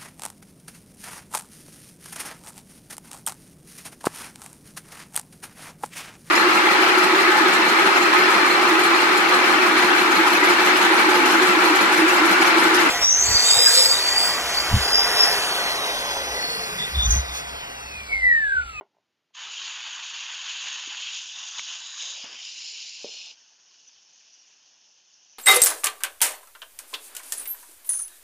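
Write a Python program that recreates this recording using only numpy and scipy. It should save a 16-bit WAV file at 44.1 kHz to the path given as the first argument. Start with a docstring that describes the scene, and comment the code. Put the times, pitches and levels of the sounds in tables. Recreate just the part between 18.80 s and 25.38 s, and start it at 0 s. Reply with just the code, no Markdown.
"""Airbrush hissing at a canvas

An airbrush sprays close to a mono phone microphone in a quiet workshop.
The jet is filtered noise: its colour shifts as the hand turns, it spits and ends as a thin leak of air.
A paint blob snaps off the nozzle as short decaying tones, and the leak whistles as narrow noise.
The paint cup knocks and thumps as ringing modes; scrapes, scuffs and a thump's tail are low noise."""
import sys
import numpy as np
from scipy import signal
from scipy.fft import rfft, irfft, next_fast_len
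from scipy.io import wavfile

SR = 44100
rng = np.random.default_rng(int(sys.argv[2]) if len(sys.argv) > 2 else 0)


def unload_audio(sound):
    """Save the sound as a 16-bit wav file, at the path given as the first command line argument."""
    columns = np.transpose(np.atleast_2d(sound))
    # keep every value between -1 and 1, then stretch to whole-number steps
    steps = np.round(np.clip(columns, -1, 1) * 32767)
    wavfile.write(sys.argv[1], SR, steps.astype(np.int16))


N = 290345

# steady sound of the room: [f/Hz, relative level per Hz/dB]
ROOM_COLOUR = [(24, -35.5), (40, -22), (144, -8), (288, -7), (329, -4.5), (431, -10.5), (3170, -12.5),
               (8500, -23.5), (11000, -62), (18700, -120)]
# low rumble below the hiss: [t/s, level/dB]
SCUFF_LEVEL = [(0, -78), (0.53, -104), (0.6, -76), (1.2, -76), (2.1, -67.5), (2.4, -74), (3.1, -77.5),
               (3.3, -74.5), (3.7, -72.5), (4.5, -72), (4.6, -77), (6.58, -79)]
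# colour of that rumble: [f/Hz, relative level per Hz/dB]
SCUFF_SPECTRUM = [(30, -31.5), (80, -13.5), (200, -4), (500, 2), (900, 6.5), (1500, -36.5)]

# short scrapes on the table; the one at 4.282 s is the low noisy tail of a cup thump, fading in the room:
# [start t/s, length t/s, level/dB, low edge f/Hz, high edge f/Hz]
SCRAPES_AND_TAIL = [(0.642, 0.21, -67.5, 256, 700), (3.224, 0.2, -57.5, 486, 990),
                    (3.436, 0.028, -45, 182, 1410), (3.489, 0.075, -57.5, 192, 900),
                    (3.581, 0.055, -61, 695, 1100), (4.282, 0.077, -60.5, 350, 800),
                    (4.456, 0.044, -65, 594, 940)]
# taps on the table: [t/s, peak level/dB, centre of the contact's push f/Hz, width of the push/octaves]
TABLE_TAPS = [(0.0104, -28.5, 770, 2.05), (0.148, -63, 750, 0.78), (0.168, -57, 690, 0.82),
              (0.185, -57, 750, 1.3), (0.508, -66, 750, 1.5)]
# ringing modes of the table: [f/Hz, relative level/dB, time to fall by 60 dB t/s]
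TABLE_MODES = [(198, -18, 0.039), (390, -2, 0.046), (500, -11.5, 0.021), (670, 2, 0.013),
               (850, -1.5, 0.024), (960, -2.5, 0.017), (1398, -10.5, 0.02), (1970, -11.5, 0.029),
               (2170, -11, 0.032), (2800, -8, 0.017), (2990, -4.5, 0.024), (3370, -14, .02)]
# thumps of the hollow cup: [t/s, peak level/dB, centre of the contact's push f/Hz, width of the push/octaves]
CUP_THUMPS = [(1.955, -55.5, 300, 0.76), (2.073, -45.5, 300, 0.43), (2.7945, -53, 111, 2.2),
              (4.2445, -25, 458, 1.63), (4.263, -41, 500, 1)]
# ringing modes of the cup: [f/Hz, relative level/dB, time to fall by 60 dB t/s]
CUP_MODES = [(101, -11, .08), (220, -6, 0.027), (268, -12.5, 0.042), (350, -18.5, 0.18), (465, 3.5, 0.044),
             (557, -3, 0.043), (750, -11, 0.04), (900, -21, 0.044)]

# a blob of paint snaps off the nozzle: [t/s, level/dB, ring f/Hz, time to fall by 60 dB t/s]
PAINT_SNAPS = [(2.7942, -14.5, 2260, 0.0083)]
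# brief whistles of the leak: [start t/s, length t/s, level/dB, low edge f/Hz, high edge f/Hz]
LEAK_WHISTLES = [(5.06, .03, -53, 5820, 6130), (5.33, 0.029, -55, 6160, 6600),
                 (5.52, 0.031, -51.5, 5730, 5870), (5.59, 0.037, -56, 5500, 5800),
                 (6.33, .06, -62, 5460, 6200), (6.49, 0.073, -58.5, 5820, 6130)]

# spits of paint: [start t/s, burst level against the steady jet/dB, length/ms (strongest halfway)]
PAINT_SPITS = [(2.784, -1.5, 3.4), (2.793, -2, 3.8), (3.528, -6, 3), (3.545, -7, 3.5), (3.564, -8, 4),
               (3.649, -2, 3.5), (4.339, -7, 3.5), (4.3826, -4, 1.5), (4.9416, -1, 4.3), (5.536, -18, 6)]
# jet while the trigger is held down: [t/s, hiss level/dB, splash on the canvas level/dB]
SPRAY_LEVELS = [(0.6, -38.5, -48), (0.95, -36.5, -48), (1.75, -35.5, -48), (1.88, -33, -45.5),
                (2.1, -35.5, -47), (2.37, -33.5, -51.5), (2.491, -39.5, -58), (2.64, -37.5, -49),
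                (2.7, -39, -53.5), (2.785, -34, -42.5), (2.81, -37, -53), (2.92, -35.5, -50.5),
                (3.1, -38.5, -52), (3.24, -34, -47.5), (3.4, -38, -60), (3.45, -38.5, -53),
                (3.5, -42, -53.5), (3.7, -39, -65.5), (4.1, -40, -68), (4.35, -40, -65.5),
                (4.49, -42, -67.5)]
# leak after the trigger is let go: [t/s, hiss level/dB, splash level/dB]
LEAK_LEVELS = [(4.58, -58, -72.5), (5.6, -57, -75.5), (5.84, -58, -74), (6.11, -60.5, -77.5),
               (6.58, -59, -76)]
# hand posture, counted along HISS_COLOURS: [t/s, posture number]
HAND_POSTURE = [(0, 0), (2.25, 0), (2.45, 1), (2.95, 1), (3.1, 2), (3.32, 2), (3.45, 3), (3.6, 3), (3.7, 4),
                (4.15, 4), (4.32, 5), (4.51, 5), (4.56, 6), (6.58, 6)]
# colour of the jet in each posture: [f/Hz, relative level per Hz/dB]
OPEN_COLOUR = [(1700, -19), (2250, -10.5), (2650, -2), (3000, 0), (3700, -6), (4200, -10.5), (4500, -9.5),
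               (5150, -13.5), (5750, -13.5), (6300, -9), (6800, -6), (7050, -9.5)]
TURNING_COLOUR = [(1700, -24.5), (2300, -11.5), (2750, 0.5), (3050, 1.5), (3500, 0.5), (4000, -4),
                  (4350, -9.5), (4650, -4), (5450, -6.5), (6050, -4), (6300, -2.5), (6700, -1.5),
                  (7050, -3)]
RAISED_COLOUR = [(1700, -32), (2200, -16), (2700, -7), (3100, -4), (3350, -5.5), (3650, -3), (4000, -2.5),
                 (4250, -16.5), (4600, -10.5), (5050, -5.5), (5450, -11.5), (5900, -13), (6450, -3),
                 (7050, -5)]
SWINGING_COLOUR = [(1700, -19), (2200, -7.5), (2600, -5.5), (2900, 1), (3150, -3.5), (3350, -5),
                   (3800, -10), (4050, -16), (4400, -12.5), (4950, -3), (5650, -10.5), (5900, -9.5),
                   (6400, -11.5), (7050, -9)]
SHIELDED_COLOUR = [(1700, -23), (2500, -5.5), (2900, -1), (3300, -7.5), (3700, -8.5), (4180, -3),
                   (4400, -6), (5050, -1.5), (5600, -4), (5850, -13), (6100, -4.5), (6650, -13), (6950, -2),
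                   (7050, -5)]
CLOSING_COLOUR = [(1700, -37), (2200, -15), (2560, -3), (2910, 1.5), (3300, -6), (3700, -5.5), (4000, -9),
                  (4250, -0.5), (4600, -11), (5080, 0), (5650, -9), (5900, -4), (6700, -14), (7050, -6)]
LEAK_COLOUR = [(1700, -23), (2200, -17.5), (2600, -9.5), (3000, -5.5), (3250, -10), (3450, -9), (3900, -15),
               (4600, -8.5), (4800, -9), (5350, -3.5), (5600, -5), (5850, -3), (6400, -4.5), (7050, -13)]
# posture 0 is open spray, 6 is the leak
HISS_COLOURS = (OPEN_COLOUR, TURNING_COLOUR, RAISED_COLOUR, SWINGING_COLOUR,
                SHIELDED_COLOUR, CLOSING_COLOUR, LEAK_COLOUR)
# colour of the splash on the canvas: [f/Hz, relative level per Hz/dB]
SPLASH_COLOUR = [(60, -27), (500, -26), (800, -8), (1050, 1.5), (1260, -4.5), (1600, 3), (2050, -3.5),
                 (2500, -17), (3500, -46)]

# overall tone: treble falls steeply above 7 kHz, with a faint bump near 8950 Hz: [f/Hz, gain/dB]
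TONE_RESPONSE = [(25, -11.5), (120, -1), (7050, 0), (7350, -19), (8000, -26.5), (8700, -41), (8950, -31.5),
                 (9400, -46.5), (9700, -75.5)]

ROOM_DB, SELF_NOISE_DB, CUTOFF_HZ = -79, -95, 15700
# the valve opens: a quick rush, then up to full flow
PRESS_S, FIRST_RUSH_S, FULL_S = 0.529, 0.02, 0.06   # the last two count from the press
SHUT_DB, FIRST_RUSH_DB = -45, -6.5
# the valve falls back to the leak
RELEASE_S, CLOSING_S = 4.511, 0.041
# unsteady flow while spraying: typical swing and speed
HISS_WAVER_DB, SPLASH_WAVER_DB, WAVER_RATE_HZ = 0.57, 1.5, 10.4
SPLASH_LAG_S = 0.0026   # the jet first reaches the canvas a little later
CURVE_STEP = 16   # samples between the values of a slow curve


def from_db(db):
    """Turns decibels into gain."""
    return 10 ** (np.asarray(db) / 20)


def rms_one(x):
    """Scales a sound to an rms (average strength) of one."""
    return x / np.sqrt(np.mean(x ** 2) + 1e-20)


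def in_time(rows):
    """Joins the points of a table into curves, one value a sample for each column."""
    s, *columns = np.transpose(rows)
    return [np.interp(np.arange(N) / SR, s, c, left=c[0]) for c in columns]


def at_hz(points, hz):
    """Reads a spectrum between its points, on a log-frequency axis."""
    point_hz, point_db = np.array(points).T
    return np.interp(np.log(hz + 1), np.log(point_hz), point_db)


def coloured(x, spectrum):
    """Filters a sound by making each frequency louder or softer."""
    size = next_fast_len(N)
    hz = np.arange(size // 2 + 1) * SR / size
    filtered = rfft(x, size, axis=-1) * from_db(at_hz(spectrum, hz))
    return irfft(filtered, size, axis=-1)[..., :N]


def drift(rate_hz):
    """Slow chance: noise smoothed twice by a one-pole low-pass, with a typical swing of one."""
    r = np.exp(-2 * CURVE_STEP * np.pi * rate_hz / SR)
    noise = rng.standard_normal(N // CURVE_STEP + 3002)
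    smooth = signal.lfilter([1], [1, -2 * r, r * r], noise)
    return rms_one(smooth[3000:])   # skip the filter's start-up


def full(slow):
    """Stretches a slow curve to one value a sample."""
    return np.interp(np.arange(N) / CURVE_STEP, np.arange(len(slow)), slow)


def room_tone():
    """Steady, mostly low noise of the quiet workshop."""
    return from_db(ROOM_DB) * rms_one(coloured(rng.standard_normal(N), ROOM_COLOUR))


def workshop(x, t60=0.11):
    """Echoes blend into a short fading tail, here noise that starts 6 ms after the sound."""
    t = np.arange(round(0.4 * SR)) / SR
    tail = rng.standard_normal(len(t)) * from_db(-60 * t / t60) * (t > 0.006)
    return signal.fftconvolve(x, tail / np.sqrt(np.sum(tail ** 2)))[:N]


def scuff():
    """Slightly lumpy low noise from air and hand moving over the table."""
    lumps_db = full(2.5 * drift(25))
    rumble = rms_one(coloured(rng.standard_normal(N), SCUFF_SPECTRUM))
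    return from_db(in_time(SCUFF_LEVEL)[0] + lumps_db) * rumble


def strokes(rows):
    """Gritty band noise that catches at once and lets go a little more slowly."""
    t, out = np.arange(N) / SR, 0
    grit = rng.standard_normal(N) * from_db(full(2.5 * drift(60)))
    for s, length, db, low_hz, high_hz in rows:
        envelope = np.interp(t, [s, s + 0.007, s + length, s + length + 0.025], [0, 1, 0.55, 0])
        band = signal.butter(3, [low_hz, high_hz], "band", fs=SR, output="sos")
        out = out + from_db(db) * envelope * rms_one(signal.sosfilt(band, grit))
    return out


def scrapes_and_tail():
    """Short strokes of low noise: scrapes, and the noisy tail of a cup thump fading in the room."""
    return strokes(SCRAPES_AND_TAIL)


def knocks(blows, modes):
    """Each contact strikes every mode with a strength of its own; modes far from the push speak less."""
    out = np.zeros(N)
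    t = np.arange(round(0.3 * SR)) / SR
    chance_db = rng.normal(0, 1, (len(blows), len(modes)))
    for (s, peak_db, push_hz, octaves), own_db in zip(blows, chance_db):
        ring = 0
        for (hz, db, t60), own in zip(modes, own_db):
            ring = ring + from_db(db + own - 60 * t / t60) * np.sin(2 * np.pi * hz * t)
        edges_hz = push_hz * 2.0 ** np.array([-octaves / 2, octaves / 2])
        push = signal.butter(2, edges_hz, "band", fs=SR, output="sos")
        blow = signal.sosfilt(push, ring)
        i = round(s * SR)
        out[i:i + len(t)] += from_db(peak_db) * blow / np.abs(blow).max()
    return out


def table_knocks():
    """Taps set the wooden table ringing for a moment."""
    return knocks(TABLE_TAPS, TABLE_MODES)


def cup_thumps():
    """Contacts set the hollow paint cup ringing, lower than the table."""
    return knocks(CUP_THUMPS, CUP_MODES)


def snap():
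    """A paint blob lets go: three tones start sharply and fade, the highest twice as fast."""
    out = 0
    for s, level_db, hz, t60 in PAINT_SNAPS:
        t = np.clip(np.arange(N) / SR - s, 0, None)
        fade = from_db(-60 * t / t60)
        crack = np.sin(2 * np.pi * hz * t)
        crack += 0.47 * np.sin(2 * np.pi * 6300 * t) * fade
        crack += 0.34 * np.sin(2 * np.pi * 1200 * t)
        attack = 1 - np.exp(-t / 0.00067)
        out = out + from_db(level_db) * fade * crack * attack
    return out


def whistles():
    """The leaking air whistles briefly: strokes of narrow, high noise."""
    return strokes(LEAK_WHISTLES)


def flow():
    """Hiss and splash levels in dB: the valve opens, the spray wavers, the valve closes to a leak."""
    t = np.arange(N) / SR
    closed = np.clip((t - RELEASE_S) / CLOSING_S, 0, 1)
    wavers, lags = (HISS_WAVER_DB, SPLASH_WAVER_DB), (0, SPLASH_LAG_S)
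    levels = []
    for spray_db, leak_db, waver_db, lag in zip(in_time(SPRAY_LEVELS), in_time(LEAK_LEVELS), wavers, lags):
        spraying_db = spray_db + waver_db * full(drift(WAVER_RATE_HZ))
        opening_db = np.interp(t - PRESS_S - lag, [0, FIRST_RUSH_S, FULL_S], [SHUT_DB, FIRST_RUSH_DB, 0])
        levels.append((1 - closed) * spraying_db + closed * leak_db + opening_db)
    return levels


def turbulence(flutter_db, sputter_db):
    """Rushing air as white noise that flutters slowly, sputters fast and bursts at each spit."""
    t = np.arange(N) / SR
    gain = from_db(full(flutter_db * drift(6.7) + sputter_db * drift(200)))
    for s, burst_db, ms in PAINT_SPITS:
        late = np.clip(t - s, 0, None) * 2000 / ms   # reaches 1 after half the length
        gain += from_db(burst_db) * late * np.exp(1 - late)
    return gain * rng.standard_normal(N) * (t > PRESS_S)


def jet():
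    """Overlapping bands of turbulent noise, weighted by the posture's colour and by the splash."""
    size = next_fast_len(N)
    hz = np.arange(size // 2 + 1) * SR / size
    centres = np.r_[np.geomspace(60, 800, 8), np.arange(920, 7200, 150)]
    spectrum = rfft(turbulence(flutter_db=0.49, sputter_db=1.0), size)
    hiss_db, splash_db = [c[::CURVE_STEP] for c in flow()]
    posture = in_time(HAND_POSTURE)[0][::CURVE_STEP]
    count = len(posture)

    colours = np.array([at_hz(c, centres) for c in (*HISS_COLOURS, SPLASH_COLOUR)])
    power = from_db(2 * colours) @ np.gradient(centres) * 2 / SR
    colours -= 10 * np.log10(power)[:, None]   # each colour passes unit power

    out, near = 0, drift(4.6)[:count]
    for k, centre in enumerate(centres):
        near = 0.8 * near + 0.6 * drift(5)[:count]   # neighbouring bands swell together
        flicker_db = 0.88 * near + 1.8 * drift(35)[:count]
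        only_this_band = np.arange(len(centres)) == k
        band = irfft(spectrum * np.interp(hz, centres, only_this_band), size)[:N]
        colour_db = np.interp(posture, range(len(HISS_COLOURS)), colours[:-1, k])
        hiss = from_db(colour_db + hiss_db) / (1 + (1700 / centre) ** 6)   # little hiss in the bass
        splash = from_db(colours[-1, k] + splash_db)
        out = out + full(np.hypot(hiss, splash) * from_db(flicker_db)) * band
    return out


def scene():
    """Adds everything up; one microphone feeds both channels."""
    blows = table_knocks() + cup_thumps()
    background = room_tone() + scuff()
    handling = scrapes_and_tail() + blows + from_db(-7) * workshop(blows)
    airbrush = snap() + whistles() + jet()
    mono = background + handling + airbrush
    return np.array([mono, mono])


def record(dry):
    """The treble falls steeply above 7 kHz, a faint electronic hiss is added and the top is cut."""
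    noisy = coloured(dry, TONE_RESPONSE) + from_db(SELF_NOISE_DB) * rng.standard_normal(N)
    top_cut = signal.cheby2(12, 60, CUTOFF_HZ, fs=SR, output="sos")
    return signal.sosfilt(top_cut, noisy)


dry = scene()
out = record(dry)
unload_audio(out)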